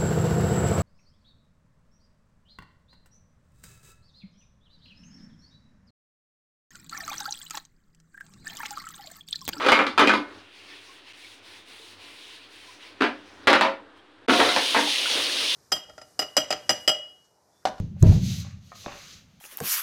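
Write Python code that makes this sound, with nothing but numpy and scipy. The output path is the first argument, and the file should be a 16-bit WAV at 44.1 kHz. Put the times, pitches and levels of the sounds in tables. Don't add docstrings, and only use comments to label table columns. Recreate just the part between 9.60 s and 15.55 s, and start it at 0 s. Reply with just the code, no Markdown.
import sys
import numpy as np
from scipy import signal
from scipy.fft import rfft, irfft
from scipy.io import wavfile
from scipy.ndimage import uniform_filter1d

SR = 44100
rng = np.random.default_rng(int(sys.argv[2]) if len(sys.argv) > 2 else 0)


def materialize(psi):
    bounded = np.clip(np.atleast_2d(psi).T, -1, 1)
    quanta = np.round(bounded * 32767).astype(np.int16)
    wavfile.write(sys.argv[1], SR, quanta)


def gain_from_db(level_db):
    decades = np.asarray(level_db, float) / 20
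    return 10 ** decades


N = 262395
T = np.arange(N) / SR

# start in seconds, end in seconds.
GAPS = [(1.527, 1.532), (4.665, 4.679)]
SCRUB_END_S, TAP_ON_S = GAPS[1]


def colour(x, points):
    hz, db = np.transpose(points)
    size = 8192
    grid_hz = np.arange(size // 2 + 1) * SR / size
    log_gain = np.interp(np.log(grid_hz + 1), np.log(hz), db) * np.log(10) / 20
    cepstrum = irfft(log_gain)
    cepstrum[1:size // 2] *= 2
    cepstrum[size // 2 + 1:] = 0
    response = irfft(np.exp(rfft(cepstrum)))
    return signal.fftconvolve(x, response)[:len(x)]


def band(x, lo_hz, hi_hz):
    return signal.sosfilt(signal.butter(2, [lo_hz, hi_hz], "bandpass", fs=SR, output="sos"), x)


def unit(x, lo_hz, hi_hz):
    return x / np.std(band(x, lo_hz, hi_hz))


def above(x, hz, order=4):
    f = np.arange(len(x) // 2 + 1) * SR / len(x)
    return irfft(rfft(x) / (1 + (hz / (f + 1)) ** order), len(x))


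def walk(rate_hz):
    k = int(SR / rate_hz)
    held = np.repeat(rng.standard_normal(N // k + 1), k)
    w = uniform_filter1d(uniform_filter1d(held, k), k)[:N]
    return w / np.std(w)


def patchy(x, depth_db, rate_hz):
    edges_hz = 900 * 1.17 ** np.arange(14)
    tops = [x] + [above(x, f, order=16) for f in edges_hz]
    slices = [a - b for a, b in zip(tops, tops[1:])]
    return tops[-1] + sum(part * gain_from_db(depth_db * walk(rate_hz)) for part in slices)


def clicks(size, rate_hz, spread_db):
    hit = rng.random(size) < rate_hz / SR
    spread = np.minimum(rng.exponential(size=size), 3.)
    return hit * rng.standard_normal(size) * gain_from_db(spread_db * spread)


def fade(t, t60):
    return np.exp(-np.log(1000) * t / t60)


def add(out, s, sound):
    i = int(s * SR)
    out[i:i + len(sound)] += sound[:N - i]


def kitchen(x, wet_db):
    # frequency in Hz, t60 in seconds.
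    tail_t60 = [(200, 0.34), (1000, 0.28), (4000, 0.26), (12000, 0.25)]
    t, (hz, t60_s) = T[:SR // 2], np.transpose(tail_t60)
    tail = np.zeros(len(t))
    for f in 125 * 2. ** np.arange(7):
        octave = band(rng.standard_normal(len(t)), f / 2 ** .5, f * 2 ** .5)
        tail += octave * fade(t, np.interp(np.log(f), np.log(hz), t60_s))
    tail = tail * np.clip(t / 0.0071, 0, 1)
    return x + gain_from_db(wet_db) * signal.fftconvolve(x, tail / np.linalg.norm(tail))[:len(x)]


def struck(modes, damping):
    t = T[:SR // 2]
    hz, db, t60_s = (c[:, None] for c in np.transpose(modes))
    db = db + 4.4 * rng.standard_normal(db.shape)
    sound = np.sum(gain_from_db(db) * np.sin(2 * np.pi * hz * t) * fade(t, damping * t60_s), axis=0)
    return sound / np.linalg.norm(sound)


def body(contact, s, ring_hz, ring_db):
    # frequency in Hz, mean relative level in dB, t60 in seconds before the damping factor.
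    basin_modes = [(298.6, 5.5, 0.98), (547.5, 4, 0.63), (653, -4.5, 0.86), (796, -8, 0.61),
                   (1010, -4, 0.53), (1030, -24, 0.53), (1180, -10, 0.26), (1287, -16, 0.18),
                   (1306, -19.5, 0.32), (1645, -13, 0.21), (1619, -14, 0.33), (1780, -27, 0.26),
                   (1960, -24, 0.29), (2110, -16, 0.98), (2440, -10, 0.31), (2380, -13, 0.17),
                   (2799, -21, 0.31), (2900, -9, 0.12), (3150, -25, 0.33), (3300, -4, 0.15),
                   (3620, -35, 0.8), (3700, -17, 0.35), (4140, -27, 0.26), (4740, -26, 0.15)]
    plate_modes = [(1246, 6, 0.056), (1502, -1.5, 0.1), (2150, -5, 0.57), (2400, -4, 0.18),
                   (2940, -11, .25), (3100, -10, 0.16), (3480, -2.5, 0.099), (3650, -18, 0.11),
                   (4710, -11.5, 0.18), (5110, -30, 0.052), (5940, -17, 0.11)]
    pan_modes = [(307, -6, 0.27), (366, -7, 0.18), (526, 0, 0.76), (606, -9, 0.3), (717, 0.5, 0.37),
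                 (950, 3, 0.12), (1130, -19, 0.059), (1290, -13, .15), (1480, -19, 0.13), (1645, -22, 0.13),
                 (2030, 6, 0.055)]
    # frequency in Hz, relative density in dB per Hz.
    crack_colour = [(30, -43), (90, -15), (150, -48.5), (200, 1.5), (290, 3), (400, 3), (530, 1.5),
                    (1400, 4), (2500, -1), (4500, -11.5), (7500, -35.5), (10000, -37.5), (13000, -50),
                    (15500, -49)]
    piece = 0
    if s < 1:
        piece = gain_from_db(-9.5) * struck(plate_modes, 0.54)
    elif s > SCRUB_END_S:
        piece = gain_from_db(-7) * struck(pan_modes, 1.0)
    spot = gain_from_db(ring_db) * struck([(ring_hz, 0, .04)], 0.99)
    crack = colour(np.eye(1, SR // 2)[0], crack_colour)
    rings = colour(gain_from_db(-8.5) * struck(basin_modes, 0.29) + piece + spot, [(150, -20.0), (200, 0.5)])
    return signal.fftconvolve(contact, crack / np.linalg.norm(crack) + rings)[:len(contact)]


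def slide():
    # time in seconds, level in dB.
    slide_levels = [(0, -25), (.05, -24), (.09, -24), (.11, -27.5), (.17, -23.5), (.22, -23), (0.298, -46)]
    s, db = np.transpose(slide_levels)
    t = T[:SR // 2]
    contact = clicks(len(t), rate_hz=3500.0, spread_db=1.0)
    grate = kitchen(body(contact, 0, 1315.0, -2.5), wet_db=-3.0)
    out = np.zeros(N)
    add(out, 0, gain_from_db(np.interp(t, s, db, right=-120)) * grate / np.std(grate))
    return out


def murmur():
    # time in seconds, mean level in dB.
    murmur_levels = [(.72, -51.5), (.9, -60.5), (1.15, -56.5), (1.5, -60), (2.05, -61.5), (2.2, -60),
                     (3.38, -58.5), (3.85, -54), (4.27, -59), (4.66, -61.5)]
    # frequency in Hz, relative density in dB per Hz.
    room_colour = [(12, -28), (20, -11), (22, -49), (59, -12), (75, -22), (96, -4.5), (157, -36),
                   (185, -13), (251, -13.5), (290, 0.5), (329, -5), (642, -13), (990, -12.5), (1500, -12),
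                   (1950, -17), (3300, -120)]
    hiss_colour = [(470, -28), (800, -8.5), (952, -15), (1230, -16), (1430, -8.5), (3540, -8), (6670, -29),
                   (8760, -29), (12700, -46), (15500, -52)]
    s, db = np.transpose(murmur_levels)
    level_db = np.interp(T, s, db) + 1.8 * walk(10.0)
    low = unit(colour(rng.standard_normal(N), room_colour), 200, 555)
    hiss = unit(colour(rng.standard_normal(N), hiss_colour), 1430, 5300)
    return gain_from_db(level_db) * low + gain_from_db(-62) * hiss


def scrub():
    # start in seconds, length in seconds, level in dB, treble lift in dB.
    strokes = [(0.67, .19, -56, -5), (0.9, 0.36, -54.5, -1.5), (1.043, 0.2, -51.5, -4),
               (1.175, .26, -52.5, 0), (1.428, 0.16, -50.5, -4), (1.53, 0.28, -52, 3),
               (1.816, 0.24, -51, 1.5), (2.043, 0.35, -51, 3.5), (2.367, 0.47, -50.5, 1.5),
               (2.78, 0.14, -52, -4.5), (2.877, 0.33, -51.5, 1), (3.173, 0.18, -49, -4.5),
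               (3.625, 0.28, -56.5, -4.5), (4.345, 0.075, -58, -1)]
    # frequency in Hz, relative density in dB per Hz.
    sponge_colour = [(290, -32), (500, -11), (638, -23), (1040, -5.5), (1130, -13), (1390, -13),
                     (1820, -3.5), (2390, -1), (2570, -0.5), (3960, -2), (7450, -17.5), (9370, -15),
                     (12700, -30.5), (15500, -26)]
    creep_db, creep_treble_db, creep_end_s = -57, -7, 3.7
    rise_s, fall_s, treble_power = 0.056, 0.078, 0.99
    power = gain_from_db(2 * creep_db) * (T < creep_end_s)
    treble = power * gain_from_db(2 * creep_treble_db)
    for s, length_s, level_db, treble_db in strokes:
        speed = np.clip(np.minimum((T - s) / rise_s, (s + length_s - T) / fall_s), 0, 1)
        power = power + (gain_from_db(level_db) * speed) ** 2
        treble = treble + (gain_from_db(level_db + treble_db) * speed ** treble_power) ** 2
    crackle = 0.54 * clicks(N, rate_hz=1600.0, spread_db=-3.0)
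    rub = colour(rng.standard_normal(N) + crackle, sponge_colour)
    rub = unit(patchy(rub, depth_db=2.5, rate_hz=16.0), 1740, 4300)
    high = above(rub, 5600.0)
    return np.sqrt(power) * (rub - high) + np.sqrt(treble) * high


def knocks():
    # start in seconds, rms level of the first 33 ms in dB, ring of the touched
    # spot in Hz, bass lift in dB, treble lift in dB.
    blows = [(0.015, -46, 1270, 2, 15), (0.053, -30, 1350, 2, -5), (0.062, -19, 620, 6, 3.5),
             (0.086, -16, 837, -3.5, 0.5), (0.12, -12, 2150, -5.5, -0.5), (0.19, -18.5, 1380, 3, -13),
             (0.266, -27, 1350, 3.5, 3), (0.378, -15.5, 1310, 0.8, 1.5), (0.394, -14.5, 1220, 1.5, 2),
             (0.411, -19, 980, 6.5, 0), (0.431, -20.5, 1270, 3, -34), (0.472, -16.5, 2440, 4.5, 2),
             (0.495, -16, 1530, -13, -5.5), (0.534, -21.5, 1030, 3, 3.5), (3.406, -20.5, 1550, 11.5, 2.5),
             (3.421, -21, 907, -3, -0.5), (3.44, -24.5, 796, -8, -3.5), (3.833, -53, 1460, 6, 10),
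             (3.872, -12.5, 2030, 2, 3), (3.9, -18, 974, -1, 3.5), (3.93, -14.5, 1530, -3, 0.6),
             (3.95, -21, 1460, 1.5, 2.5), (4.011, -16, 1014, -6.5, 1), (4.05, -23.5, 950, 1.5, -8),
             (4.682, -21, 720, 9, 0.6), (4.695, -15.5, 525, 2.5, 0), (4.734, -21, 1450, -4, 5.5),
             (4.801, -16, 1325, -2.5, 2), (4.89, -23, 2100, -2.5, 12), (4.963, -21, 975, -10, 8.5),
             (5.147, -20.5, 1100, -12.5, 1), (5.164, -19.5, 950, -4, -6), (5.185, -28, 412, 0.5, -4),
             (5.5, -28, 3340, -3, 17.5)]
    chatter_t60_s, spot_db, neutral_push_s = 0.064, -8.5, .00135
    out, t = np.zeros(N), T[:SR // 2]
    for s, level_db, ring_hz, bass_db, treble_db in blows:
        contact = clicks(len(t), rate_hz=3500., spread_db=2.) * fade(t, chatter_t60_s)
        push_s = neutral_push_s * gain_from_db(bass_db)
        contact = contact * np.clip(t / push_s, 0, 1)
        contact[0] = min(3., 0.0023 / push_s)
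        tilt = [(320, bass_db), (750, 0), (2500, 0), (4000, treble_db)]
        sound = colour(body(contact, s, ring_hz, spot_db), tilt)
        sound = kitchen(sound, wet_db=-3.5)
        attack = np.std(sound[:SR // 30])
        add(out, s, gain_from_db(level_db) * sound / attack)
    return out


def squeaks():
    # start in seconds, level at full swell in dB, pitch in Hz, length in seconds.
    catches = [(1.1, -48, 1830, 0.056), (1.115, -54, 2600, 0.078), (1.261, -53, 1090, 0.074),
               (1.619, -50, 2250, .06), (2.156, -53, 444, 0.11), (3.072, -50, 1020, 0.051),
               (4.359, -60, 3200, 0.071)]
    out, t = np.zeros(N), T[:SR // 4]
    for s, db, hz, length_s in catches:
        tone = band(rng.standard_normal(len(t)), hz / 1.03, hz * 1.03)
        swell = np.sin(np.pi * np.clip(t / max(length_s, .01), 0, 1)) ** 2
        add(out, s, gain_from_db(db) * swell * tone / np.std(tone))
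    return out


def bubbles(rows, cycles):
    out = np.zeros(N)
    for s, db, hz in rows:
        turns = T[:int(2 * cycles / hz * SR)] * hz
        tone = np.sin(2 * np.pi * turns * (1 + 0.046 * turns / cycles))
        add(out, s, gain_from_db(db) * tone * fade(turns, 2 * cycles) * np.clip(turns / 2, 0, 1))
    return out


def tap():
    # start in seconds, level of the
    # pan noise in dB, t60 in seconds.
    swells = [(4.785, -21, 0.55), (4.87, -35, 0.12), (4.963, -22.5, 0.096), (5.51, -39.5, 1),
              (5.745, -46, 0.27)]
    # start in seconds, level before envelope and room in dB, starting pitch in Hz.
    gurgle_rows = [(5.272, -22.5, 820), (5.34, -21, 1960), (5.457, -18.5, 1402), (5.481, -27, 950),
                   (5.519, -32, 1970), (5.579, -29.5, 707), (5.695, -23.5, 1690), (5.819, -36, 2000)]
    # frequency in Hz, relative density in dB per Hz.
    splash_colour = [(590, -61), (1000, -13.5), (1130, -18), (1440, -20), (1600, -15), (2940, 1), (3570, 1),
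                     (6560, -12.5), (7440, -19.5), (9150, -14.5), (10100, -17.5), (12300, -28.5),
                     (15500, -30.5)]
    drum_colour = [(24, -76), (40, -53), (86, -13), (156, -25.5), (189, -17.5), (285, 0.5), (409, -3),
                   (531, 2.5), (737, -5.5), (2000, -5.5), (2600, -15), (4400, -120)]
    splash_db, drum_db, jet_rise_s, swell_rise_s = -26.5, -43, 0.027, 0.013
    jet = np.clip((T - TAP_ON_S) / jet_rise_s, 0, 1)
    beat = gain_from_db(drum_db)
    for s, db, t60_s in swells:
        beat = beat + gain_from_db(db) * np.clip((T - s) / swell_rise_s, 0, 1) * fade(np.maximum(T - s, 0), t60_s)
    drops = 1.5 * clicks(N, rate_hz=2200.0, spread_db=3.0)
    spray = colour(rng.standard_normal(N) + drops, splash_colour)
    spray = unit(spray, 2270, 5600) * gain_from_db(0.51 * walk(25.))
    spray = patchy(spray, depth_db=1.5, rate_hz=34.0)
    chance = rng.random((260, 3))
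    start_s, level_db = 4.68 + 1.26 * chance[:, 0], 9 * chance[:, 1]
    pitch_hz = 2200 * 2 ** (0.97 * chance[:, 2])
    fizz = bubbles(zip(start_s, level_db, pitch_hz), cycles=9.3)
    fizz = gain_from_db(-18) * kitchen(fizz, wet_db=-8)
    drum = unit(colour(rng.standard_normal(N), drum_colour), 340, 1300) * gain_from_db(2. * walk(20.))
    water = gain_from_db(splash_db) * (spray + fizz) + beat * drum
    gurgles = kitchen(bubbles(gurgle_rows, cycles=20.0), wet_db=-9.5)
    return water * jet + gurgles


def scene():
    steady = (murmur() + scrub()) * (T < SCRUB_END_S)
    return (slide() + steady + knocks() + squeaks() + tap())[None]


def top_cut(x):
    return signal.sosfilt(signal.butter(12, 16700, fs=SR, output="sos"), x)


def record(dry):
    ceiling, offset = .68, -.0004
    out = ceiling * np.tanh(dry / ceiling)
    out = signal.sosfilt(signal.butter(2, 45., "highpass", fs=SR, output="sos"), out) + offset
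    for start_s, end_s in GAPS:
        out = out * np.clip(np.maximum(start_s - T, T - end_s) / 0.00072, 0, 1)
    return top_cut(out)


dry = scene()
out = record(dry)
materialize(out)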